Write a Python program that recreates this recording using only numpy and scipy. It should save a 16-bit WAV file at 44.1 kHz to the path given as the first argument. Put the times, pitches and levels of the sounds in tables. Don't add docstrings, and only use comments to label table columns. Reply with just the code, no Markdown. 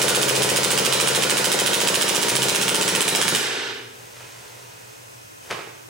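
import sys
import numpy as np
from scipy import signal
from scipy.fft import rfft, irfft
from scipy.io import wavfile
from scipy.ndimage import uniform_filter1d

SR = 44100
rng = np.random.default_rng(int(sys.argv[2]) if len(sys.argv) > 2 else 0)


def transcribe(u):
    v = np.clip(np.atleast_2d(u).T, -1, 1)
    q = np.round(v * 32767).astype(np.int16)
    wavfile.write(sys.argv[1], SR, q)


N = 260057
LEAD = SR // 2
TOTAL = N + LEAD


# (puff time [s], puff level [dB], low thump level [dB], slam time [s], slam level [dB])
SHOT_CYCLES = [(0.0449, 7.5, 4.5, 0.0819, 5), (0.1107, 6, 5.5, 0.1481, 3.5), (0.1765, 7.5, 5, 0.2152, 2.5),
               (0.2432, 5, 4, 0.2832, 3.5), (0.3117, 7.5, -13, 0.3524, 1.5), (0.38, 5.5, 4.5, 0.4208, 3.5),
               (0.449, 4, 3, 0.4903, 0), (0.519, 3.5, 2, 0.5614, 2), (0.589, 4, 3.0, 0.6327, 1),
               (0.6607, 5, 5, 0.7049, 2.5), (0.7335, 5, 4, 0.7765, 2.5), (0.804, 5, 6.5, 0.8498, 2.5),
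               (0.878, 5.5, -4, 0.9249, 4.5), (0.954, 4.5, 4, 0.9997, 4), (1.0289, 7, 4.5, 1.0737, 3.5),
               (1.1036, 4.5, 0, 1.149, 2.5), (1.1787, 5, 4, 1.223, 1), (1.2521, 4, 3, 1.2966, 2.5),
               (1.3265, 4.5, 2.5, 1.3698, 1), (1.4, 0.5, 0, 1.4432, 1.5), (1.4727, 3.5, 2, 1.5167, 2),
               (1.5465, 4, -0.5, 1.5898, 0.5), (1.6206, 2, 1, 1.6618, 1), (1.6929, 2, 1, 1.7329, 1),
               (1.763, 2, -0.5, 1.8033, -1.5), (1.837, 0.5, 0.5, 1.8735, 1.5),
               (1.9041, 3.5, 3.5, 1.9426, 3), (1.975, 4.5, 3, 2.0117, 4), (2.044, 4, 2, 2.0804, 1),
               (2.1119, 5, 2.5, 2.1484, 1), (2.1808, 4, 3, 2.216, -2.5), (2.25, 1, -1.5, 2.2843, 0.5),
               (2.32, 0.5, 0, 2.3532, 0), (2.388, 0.5, 2.5, 2.4205, 0.5), (2.4575, 1.5, 0.5, 2.4846, 0),
               (2.5198, -0.5, -2, 2.5482, -1), (2.586, -2, 2, 2.6138, -1.5),
               (2.6539, -7.5, 0.5, 2.6805, -1.5), (2.7178, 0, -1, 2.7459, -0.5),
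               (2.784, -0.5, 1, 2.8123, -1), (2.8522, -1.5, -1, 2.879, -0.5), (2.9248, -2, 2, 2.9501, -0.5),
               (2.9814, -0.5, -1, 3.007, 1.5), (3.0547, -2, 0, 3.0794, 2), (3.1255, -1, 1.5, 3.1498, 2),
               (3.191, 1, -2.5, 3.2146, 1), (3.256, -4, 2.5, 3.2798, 1.0), (3.3261, 1.5, 3.5, 3.3494, 2.5)]


def burst(count=6):
    first = np.array(SHOT_CYCLES[0])
    gap = SHOT_CYCLES[1][0] - first[0]
    earlier = [first - k * gap * np.array([1, 0, 0, 1, 0]) for k in range(count, 0, -1)]
    return earlier + SHOT_CYCLES


# (frequency [Hz], level [dB per Hz])
GAS_COLOUR = [(60, -54), (120, -25), (260, -22), (500, -20), (720, -13), (920, -4), (1080, -12),
              (1400, -11), (3000, -39), (8000, -32), (16000, -33)]
# (delay [s], left level [dB], right level [dB], brightness [dB per octave])
PUFF_ECHOES = [(0, 8.5, 6, 2.5), (.0056, 6, -6, 3.5), (.0099, -0.5, -6, 1), (0.0253, -8, -12.5, 2.5),
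               (.0341, 0, -9, 2)]
# (time [s], factor on pitch [-])
COOLING = [(0, 0.85), (1.5, 0.83), (2.4, 0.84), (3.4, 0.71)]
# (time [s], frequency [Hz], relative level [dB])
BARREL_HOOT = [(0, 986, -2), (1.3, 979, 0.5), (2.35, 947.5, 3), (2.7, 904, 3), (3.3, 899, 0)]
# (time [s], level [dB])
LOW_WAVE_LEVEL = [(0, 1), (.55, 2), (.75, 0), (.9, -1), (1.25, -7), (1.45, -7), (1.65, -8), (2.2, -12),
                  (2.32, 1), (2.5, -5.5), (2.65, -10), (3.3, -5.5)]


def muzzle(shots, level_db=19, warm_pop_hz=565, pop_s=0.0016, snap_db=-12, snap_s=.0001, gas_db=-10,
           barrel_t60=0.86, barrel_db=-12, wet_db=-3.5, standing_db=-2.0):
    dry, kicks, low_kicks, hoot = np.zeros((4, TOTAL))
    near = np.zeros((2, TOTAL))
    snap_lead_s = 0.002487
    half = SR // 200
    t, long = np.arange(-half, half) / SR, np.arange(SR) / SR
    snap = unit_energy(np.exp(-(t / snap_s) ** 2))
    when, *barrel = np.transpose(BARREL_HOOT)
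    for s, db, thump_db, _, _ in shots:
        pop_hz = warm_pop_hz * np.interp(s, *np.transpose(COOLING))
        swell = np.exp(-((t + .0003) / pop_s) ** 2)
        pop = unit_energy(np.cos(2 * np.pi * pop_hz * t) * swell)
        gas = amp(gas_db) * blow(GAS_COLOUR, 0, crack_s=0.0005, rattle_db=1.5, rattle_s=0.034)
        for start, sound in (s - half / SR, pop), (s - snap_lead_s, gas):
            add(near, start, amp(db) * reflections(sound, PUFF_ECHOES, sway_s=.00005))
            add(dry, start, amp(db) * sound)
        add(near, s - snap_lead_s - half / SR, amp(2 * db + snap_db) * amp([[-9], [0]]) * snap)
        barrel_hz, hoot_db = (np.interp(s, when, curve) for curve in barrel)
        tone = np.sin(2 * np.pi * (barrel_hz * long + rng.random()))
        add(hoot, s, amp(hoot_db) * unit_energy(tone * amp(-60 * long / barrel_t60)))
        add(kicks, s, amp([thump_db]))
        add(low_kicks, s, amp([np.interp(s, *np.transpose(LOW_WAVE_LEVEL))]))
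    near[1] = np.roll(near[1], -round(0.00015 * SR))
    standing = boom(kicks, ROOM_WAVES) + boom(low_kicks, LOW_WAVE)
    far = amp(wet_db) * room(dry, side_db=3.0, round_s=2.61)
    barrel_sound = amp(barrel_db) * amp([[-2], [1]]) * hoot
    return amp(level_db) * (near + barrel_sound + far + amp(standing_db) * standing)


# (frequency [Hz], level [dB per Hz])
CLACK_COLOUR = [(150, -12.5), (400, -14.5), (750, 0), (1200, -0.5), (2000, 0.5), (3100, -0.5), (4500, -1),
                (6500, -1), (8800, -1), (10800, -2), (12500, -11), (13800, -12.5), (15300, -6.5)]
# (delay [s], left level [dB], right level [dB], brightness [dB per octave])
CLACK_ECHOES = [(0, -7.5, 0, 1), (.0018, -21, -2.5, -0.5), (.0063, -1, -9, 5.5), (.0091, 5, 2.5, 7),
                (0.0127, -13, -0.5, 0), (.0125, -13.5, -11, 2), (0.0193, 2.5, -9, 5.5)]
# (time [s], chatter level against the crack [dB], crack length [s])
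STROKE_WEAKENING = [(0, -3.5, 0.0017), (2.3, -5.5, .0009), (2.9, -14, .001), (3.1, -16, 0.0018)]
# (time [s], relative level [dB])
LATCH_CLICKS = [(0.0972, 2.5), (0.163, 0), (0.2308, 6.5), (0.2985, 5), (0.367, -4.5), (0.4342, -1.5),
                (0.5052, -4), (0.5768, -2), (0.6476, 5), (0.72, -1.5), (0.7911, 1.5), (0.8657, 3.5),
                (0.9412, 0.5), (1.0141, 1.0), (1.089, 2), (1.1646, 0.0), (1.2378, 3), (1.3115, 2),
                (1.3846, -4), (1.458, 0.5), (1.5318, -7), (1.6045, -5), (1.6769, -1), (1.747, 0),
                (1.8196, -4.5), (1.8877, 3), (1.9578, 4.5), (2.0267, 3), (2.0952, 5.5), (2.1634, 4),
                (2.2307, 2), (2.3, -4), (2.3674, 1), (2.4348, -2), (2.4984, -2), (2.5618, -1.5),
                (2.6305, -4), (2.6947, -1), (2.7597, -3.5), (2.8272, -4), (2.8942, -8), (2.9536, -6),
                (3.0215, -2), (3.083, -6), (3.1534, -6), (3.2179, -7), (3.282, 3), (3.3534, -3.5)]
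# (frequency [Hz], level [dB per Hz])
LATCH_COLOUR = [(150, -7), (480, 0), (1000, -2.5), (2000, -2), (2700, 1.5), (4000, 0), (5500, -1.5),
                (8500, -3.5), (10800, -6.5), (12500, -19), (15300, -5)]
# (delay [s], left level [dB], right level [dB], brightness [dB per octave])
LATCH_ECHOES = [(0, -8.5, 7.5, 0.5), (.0053, -4, 6, 2.5), (0.0128, -6.5, -13, 3)]


def bolt(shots, level_db=20.0, wet_db=5.0, brightness=-0.33, latch_db=-5.5):
    dry, near = np.zeros(TOTAL), np.zeros((2, TOTAL))
    when, chatter_db, crack_s = np.transpose(STROKE_WEAKENING)
    for _, _, _, s, db in shots:
        length, chatter = np.interp(s, when, crack_s), np.interp(s, when, chatter_db)
        clack = amp(db) * strike(CLACK_COLOUR, brightness, length, chatter)
        add(near, s, reflections(clack, CLACK_ECHOES, sway_s=.00008))
        add(dry, s, clack)
    for s, db in LATCH_CLICKS:
        tick = amp(latch_db + db) * strike(LATCH_COLOUR, 0, crack_s=0.00042, rattle_db=-10)
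        add(near, s, reflections(tick, LATCH_ECHOES, sway_s=.00008))
        add(dry, s, tick)
    return amp(level_db) * (near + amp(wet_db) * room(dry, side_db=-2.5))


# (frequency [Hz], peak against the crack [dB], time to fall 60 dB [s])
GUN_RING = [(1460, -9.5, 0.011), (1500, -21.5, 0.044), (2270, -23, .05), (2503, -10.5, 0.028),
            (3050, -13.5, 0.02), (3240, -16, 0.066), (3630, -9.5, 0.024), (3820, -14, 0.033),
            (3943, -6, 0.074), (5140, -10, 0.018), (6540, -13, 0.029), (8210, -5.5, 0.082), (9120, -8, .1)]


def strike(colour, tilt, crack_s, rattle_db, vary_db=6.0, vary_tilt=0.3):
    t = np.arange(3000) / SR
    chance = rng.standard_normal(len(GUN_RING) + 1)
    ring = np.zeros(len(t))
    for (hz, db, t60), luck in zip(GUN_RING, chance):
        fading = amp(db + vary_db * luck - 60 * t / t60)
        ring += fading * np.cos(2 * np.pi * hz * t) * 2 * np.log(1000) / (t60 * SR)
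    crack = blow(colour, tilt + vary_tilt * chance[-1], crack_s, rattle_db, rattle_s=0.016)
    return crack + signal.fftconvolve(crack, ring)[:len(crack)]


def blow(colour, tilt, crack_s, rattle_db, rattle_s, even=0.72):
    t = np.arange(3000) / SR
    crack, chatter = rng.standard_normal((2, len(t)))
    crack = unit_energy(crack * np.exp(-t / crack_s))
    chatter = unit_energy(chatter * abs(chatter) * np.exp(-t / rattle_s))
    spectrum = rfft(crack + amp(rattle_db) * chatter, 2 * len(t))
    force = irfft(spectrum / uniform_filter1d(abs(spectrum), size=9) ** even)[:len(t)]
    return unit_energy(signal.fftconvolve(force, click(colour, tilt)))


# (time [s], relative level [dB], brightness [dB per octave],
# length [s], thud of the grip against the knock [dB])
GUN_KNOCKS = [(4.166, -23, 1, .006, -16), (4.205, -21, 0, 0.0063, -18), (4.239, -30, -10, .006, -15),
              (4.449, -28, -1, .006, -15), (5.501, -17, -1.5, 0.0031, -20),
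              (5.5048, -7, -3.5, 0.0056, -3.5), (5.5095, -5, 0, 0.0024, -11),
              (5.5148, -7.5, -2.5, .007, -14), (5.525, -9, -1.5, 0.0075, -14), (5.544, -13, -5, 0.011, -2),
              (5.59, -13, -3.5, .004, -3), (5.673, -21, -7, .005, -2), (5.884, -28, -5.5, 0.006, 0)]
# (frequency [Hz], level [dB per Hz])
KNOCK_COLOUR = [(47, -39), (80, -18), (136, -12), (232, -19.5), (404, -3.5), (751, -5), (2430, -4.5),
                (4140, -13), (4730, -11.5), (7870, -22), (9400, -19), (16000, -47)]
# (start time [s], rise [s], level [dB], fade [dB per s])
ARM_MOVES = [(3.851, 0.16, -47, 7), (4.15, 0.12, -54.5, 7), (5.4, 0.11, -45.5, 76)]
# (frequency [Hz], level [dB per Hz])
CLOTH_COLOUR = [(100, -2), (300, -14), (440, 3), (720, -5), (950, -2), (1150, -9), (1500, -5.5), (2300, -6),
                (5000, -10), (9000, -11.5), (12000, -21), (16000, -17)]
# (start time [s], rise [s], level [dB], fade [dB per s])
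STOCK_SCRAPE = [(4.14, 0.035, -48.5, 93)]
# (frequency [Hz], level [dB per Hz])
NYLON_COLOUR = [(300, -25), (1100, -7), (1600, 1), (2600, -6), (3800, -12), (8000, -10), (16000, -28)]


def handling(level_db=5.5, wet_db=-4.5, standing_db=-18, thud_hz=450, thud_s=0.0026):
    dry, kicks = np.zeros((2, TOTAL))
    t = np.arange(SR // 10) / SR
    thud = unit_energy(np.sin(2 * np.pi * thud_hz * t) * t * np.exp(-t / thud_s))
    for s, db, tilt, length, thud_db in GUN_KNOCKS:
        knock = blow(KNOCK_COLOUR, tilt, crack_s=length, rattle_db=2.0, rattle_s=0.012)
        add(dry, s, amp(level_db + db) * knock)
        add(dry, s, amp(level_db + db + thud_db) * thud)
        add(kicks, s, amp([level_db + db + standing_db]))
    dry += rub(ARM_MOVES, CLOTH_COLOUR, grain_db=0.0, grain_size=300)
    dry += rub(STOCK_SCRAPE, NYLON_COLOUR, grain_db=6.0, grain_size=120)
    return dry + amp(wet_db) * room(dry, side_db=-5.0) + boom(kicks, ROOM_WAVES)


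def rub(moves, colour, grain_db, grain_size):
    t = (np.arange(TOTAL) - LEAD) / SR
    slow = unit_rms(uniform_filter1d(rng.standard_normal(TOTAL), size=grain_size))
    grain = amp(grain_db * slow)
    level = np.zeros(TOTAL)
    for s, rise, db, fade in moves:
        level += np.clip((t - s) / rise, 0, 1) * amp(db - fade * np.maximum(t - s - rise, 0))
    return level * unit_rms(noise(colour) * grain)


# (frequency [Hz], level [dB])
GUN_BEAM = [(400, -0.5), (1400, 0), (2400, 2), (3100, 7), (3700, 2), (4450, 0), (5250, 1), (6500, 0),
            (8400, 2), (11500, -4), (14000, -7.5), (20000, 0.5)]


def reflections(sound, paths, sway_s=.00018):
    response = np.zeros((2, 2048))
    for delay, left_db, right_db, tilt in paths:
        bounce = unit_energy(click(GUN_BEAM, tilt, size=256))
        at = abs(delay + (delay > 0) * sway_s * rng.standard_normal())
        response[:, round(at * SR):][:, :len(bounce)] += amp([[left_db], [right_db]]) * bounce
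    return signal.fftconvolve(sound[None], response, axes=1)


def room(x, side_db, round_s=1.1, count=4):
    place = count * np.arange(TOTAL) / (round_s * SR)
    wet = np.zeros((2, TOTAL))
    for k in range(count):
        share = np.sin(np.pi / 2 * np.minimum((place - k) % count, 2))
        wet += convolve(x * share, tail())
    return wet * amp([[side_db / 2], [-side_db / 2]])


# (frequency [Hz], time [s])
ECHO_TIME = [(100, 0.43), (250, 0.89), (500, 0.76), (1400, 0.82), (3500, 0.81), (6000, 0.65), (9500, 0.45),
             (16000, 0.32)]


def tail(build_s=0.0095, same=0.5, wide_hz=480):
    a, b, shared = rng.standard_normal((3, SR))
    pair = np.sqrt(1 - same) * np.array([a, b]) + np.sqrt(same) * shared
    hz, t, z = signal.stft(pair, SR, nperseg=512)
    z[1] += (z[0] - z[1]) / (1 + (hz[:, None] / wide_hz) ** 4)
    lead = read([(150, 0.14), (430, 1.8), (950, 1.08), (2500, 0.8)], hz)
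    z[1] *= np.exp(1j * lead)[:, None]
    fading = amp(-60 * t / read(ECHO_TIME, hz)[:, None])
    decay = signal.istft(z * fading, SR, nperseg=512)[1]
    build = 1 - np.exp(-(np.arange(decay.shape[1]) / SR / build_s) ** 2)
    return unit_energy(decay * build)


# (frequency [Hz], relative level [dB], time to fall 60 dB before the cap [s])
ROOM_WAVES = [(89.6, -16, 0.48), (165, 6, 0.13), (188.6, 11.5, 0.13), (228.5, 0, 0.31), (250.6, -11, 1.16),
              (297.1, -8.5, 0.6), (361.3, -8.5, 0.86), (385, -5, 0.94), (409, -7.5, 1.1), (441.5, -6, 1.02),
              (466.6, -6.5, 0.91), (498.5, -10, 0.92), (576, -20, 0.61), (616, -21, .7)]
# (frequency [Hz], level [dB], time to fall 60 dB [s])
LOW_WAVE = [(134, 0, 0.59)]


def boom(kicks, modes, build_s=0.005, longest_t60=1.15):
    t = np.arange(SR) / SR
    standing = np.zeros(SR)
    for hz, db, t60 in modes:
        standing += amp(db - 60 * t / min(t60, longest_t60)) * np.sin(2 * np.pi * hz * t)
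    build = 1 - np.exp(-(t / build_s) ** 2)
    return amp([[0], [-2]]) * convolve(kicks, unit_energy(standing * build))


# (frequency [Hz], level [dB])
HUM_TONES = [(99.8, -66), (115.3, -60.5), (121.3, -57)]


def hum(waver=0.1):
    drift = noise([(0, 0), (6, 0), (14, -16), (40, -70), (200, -140)])
    t = np.arange(TOTAL) / SR
    tones = sum(amp(db) * unit_rms(np.sin(2 * np.pi * (hz * t + rng.random()))) for hz, db in HUM_TONES)
    return (1 + waver * drift) * tones


# (frequency [Hz], level [dB per Hz])
HISS_COLOUR = [(15, -50), (25, -24), (84, -20), (117, -7.5), (145, -14.5), (229, -17), (309, -8),
               (988, -11.5), (1330, -13.5), (2110, -17.5), (2280, -30), (2550, -15.5), (3820, -26),
               (5880, -20.5), (9000, -24.5), (12000, -27), (16000, -28)]
# (frequency [Hz], likeness [-])
HISS_LIKENESS = [(60, 0.22), (130, 1), (290, -0.92), (640, -1.4), (1410, -0.85), (3100, -0.8), (6820, 0.25),
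                 (15000, 0.36)]
# (frequency [Hz], level [dB])
CAMERA_WHINES = [(2525, -62), (4167, -72), (4753, -78), (5330, -66), (5852, -72), (6368, -62),
                 (7957, -65.5), (8533, -67), (9017, -69), (9609, -70)]


def hiss(hiss_db=-44.0, whine_width_hz=55):
    hz = np.fft.rfftfreq(TOTAL, 1 / SR)
    same = np.clip(read(HISS_LIKENESS, hz), -1, 1)
    left = noise(HISS_COLOUR)
    own = np.sqrt(1 - same ** 2) * rfft(noise(HISS_COLOUR))
    right = irfft(same * rfft(left) + own, TOTAL)
    peaks = np.zeros(len(hz))
    for centre, db in CAMERA_WHINES:
        peaks += amp(db) * unit_rms(np.exp(-.5 * ((hz - centre) / whine_width_hz) ** 2))
    whine = irfft(rfft(rng.standard_normal(TOTAL)) * peaks, TOTAL)
    return (amp(hiss_db) * np.array([left, right]) + whine)[:, LEAD:]


def amp(db):
    return 10 ** (np.asarray(db) / 20)


def unit_rms(x):
    return x / np.sqrt(np.mean(x ** 2) + 1e-20)


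def unit_energy(x):
    return x / np.sqrt(np.sum(x ** 2, axis=-1, keepdims=True) + 1e-20)


def read(points, hz):
    f, value = np.transpose(points)
    return np.interp(np.log(hz + 1), np.log(f + 1), value)


def add(mix, s, sound):
    part = mix[..., max(round(s * SR) + LEAD, 0):][..., :sound.shape[-1]]
    part += sound[..., :part.shape[-1]]


def convolve(x, response):
    return signal.fftconvolve(np.atleast_2d(x), np.atleast_2d(response), axes=1)[:, :TOTAL]


def click(colour, tilt=0, size=1024):
    hz = abs(np.fft.fftfreq(size, 1 / SR))
    octaves = np.log2(np.maximum(hz, 400) / 4000)
    log_gain = np.log(amp(read(colour, hz) + tilt * octaves))
    return np.fft.ifft(np.exp(np.conj(signal.hilbert(log_gain)))).real[:size // 2]


def noise(colour):
    hz = np.fft.rfftfreq(TOTAL, 1 / SR)
    return unit_rms(irfft(rfft(rng.standard_normal(TOTAL)) * amp(read(colour, hz)), TOTAL))


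def scene():
    gun_db, shots = 0.5, burst()
    gun = amp(gun_db) * (bolt(shots) + muzzle(shots))
    return (gun + handling() + hum())[:, LEAD:]


def record(dry, threshold_db=-21, recovery_db_per_s=67, slope=0.88, sense_s=0.0091, low_cut_hz=85,
           overload=.88, edge_hz=15900):
    dry = signal.sosfilt(signal.butter(3, low_cut_hz, "high", fs=SR, output="sos"), dry)
    power, keep = (dry ** 2).mean(0), np.exp(-1 / (sense_s * SR))
    smooth = signal.lfilter([1 - keep], [1, -keep], power, zi=[power[:SR // 10].mean()])[0]
    fall = recovery_db_per_s * np.arange(N) / SR
    held_db = np.maximum.accumulate(10 * np.log10(smooth + 1e-12) + fall) - fall
    over_db = uniform_filter1d(np.maximum(held_db - threshold_db, 0), size=130)
    out = np.clip(dry * amp(-slope * over_db) + hiss(), -overload, overload)
    treble_limit = signal.firwin(511, edge_hz, window=("kaiser", 9), fs=SR)
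    return signal.oaconvolve(out, treble_limit[None], "same")


dry = scene()
out = record(dry)
transcribe(out)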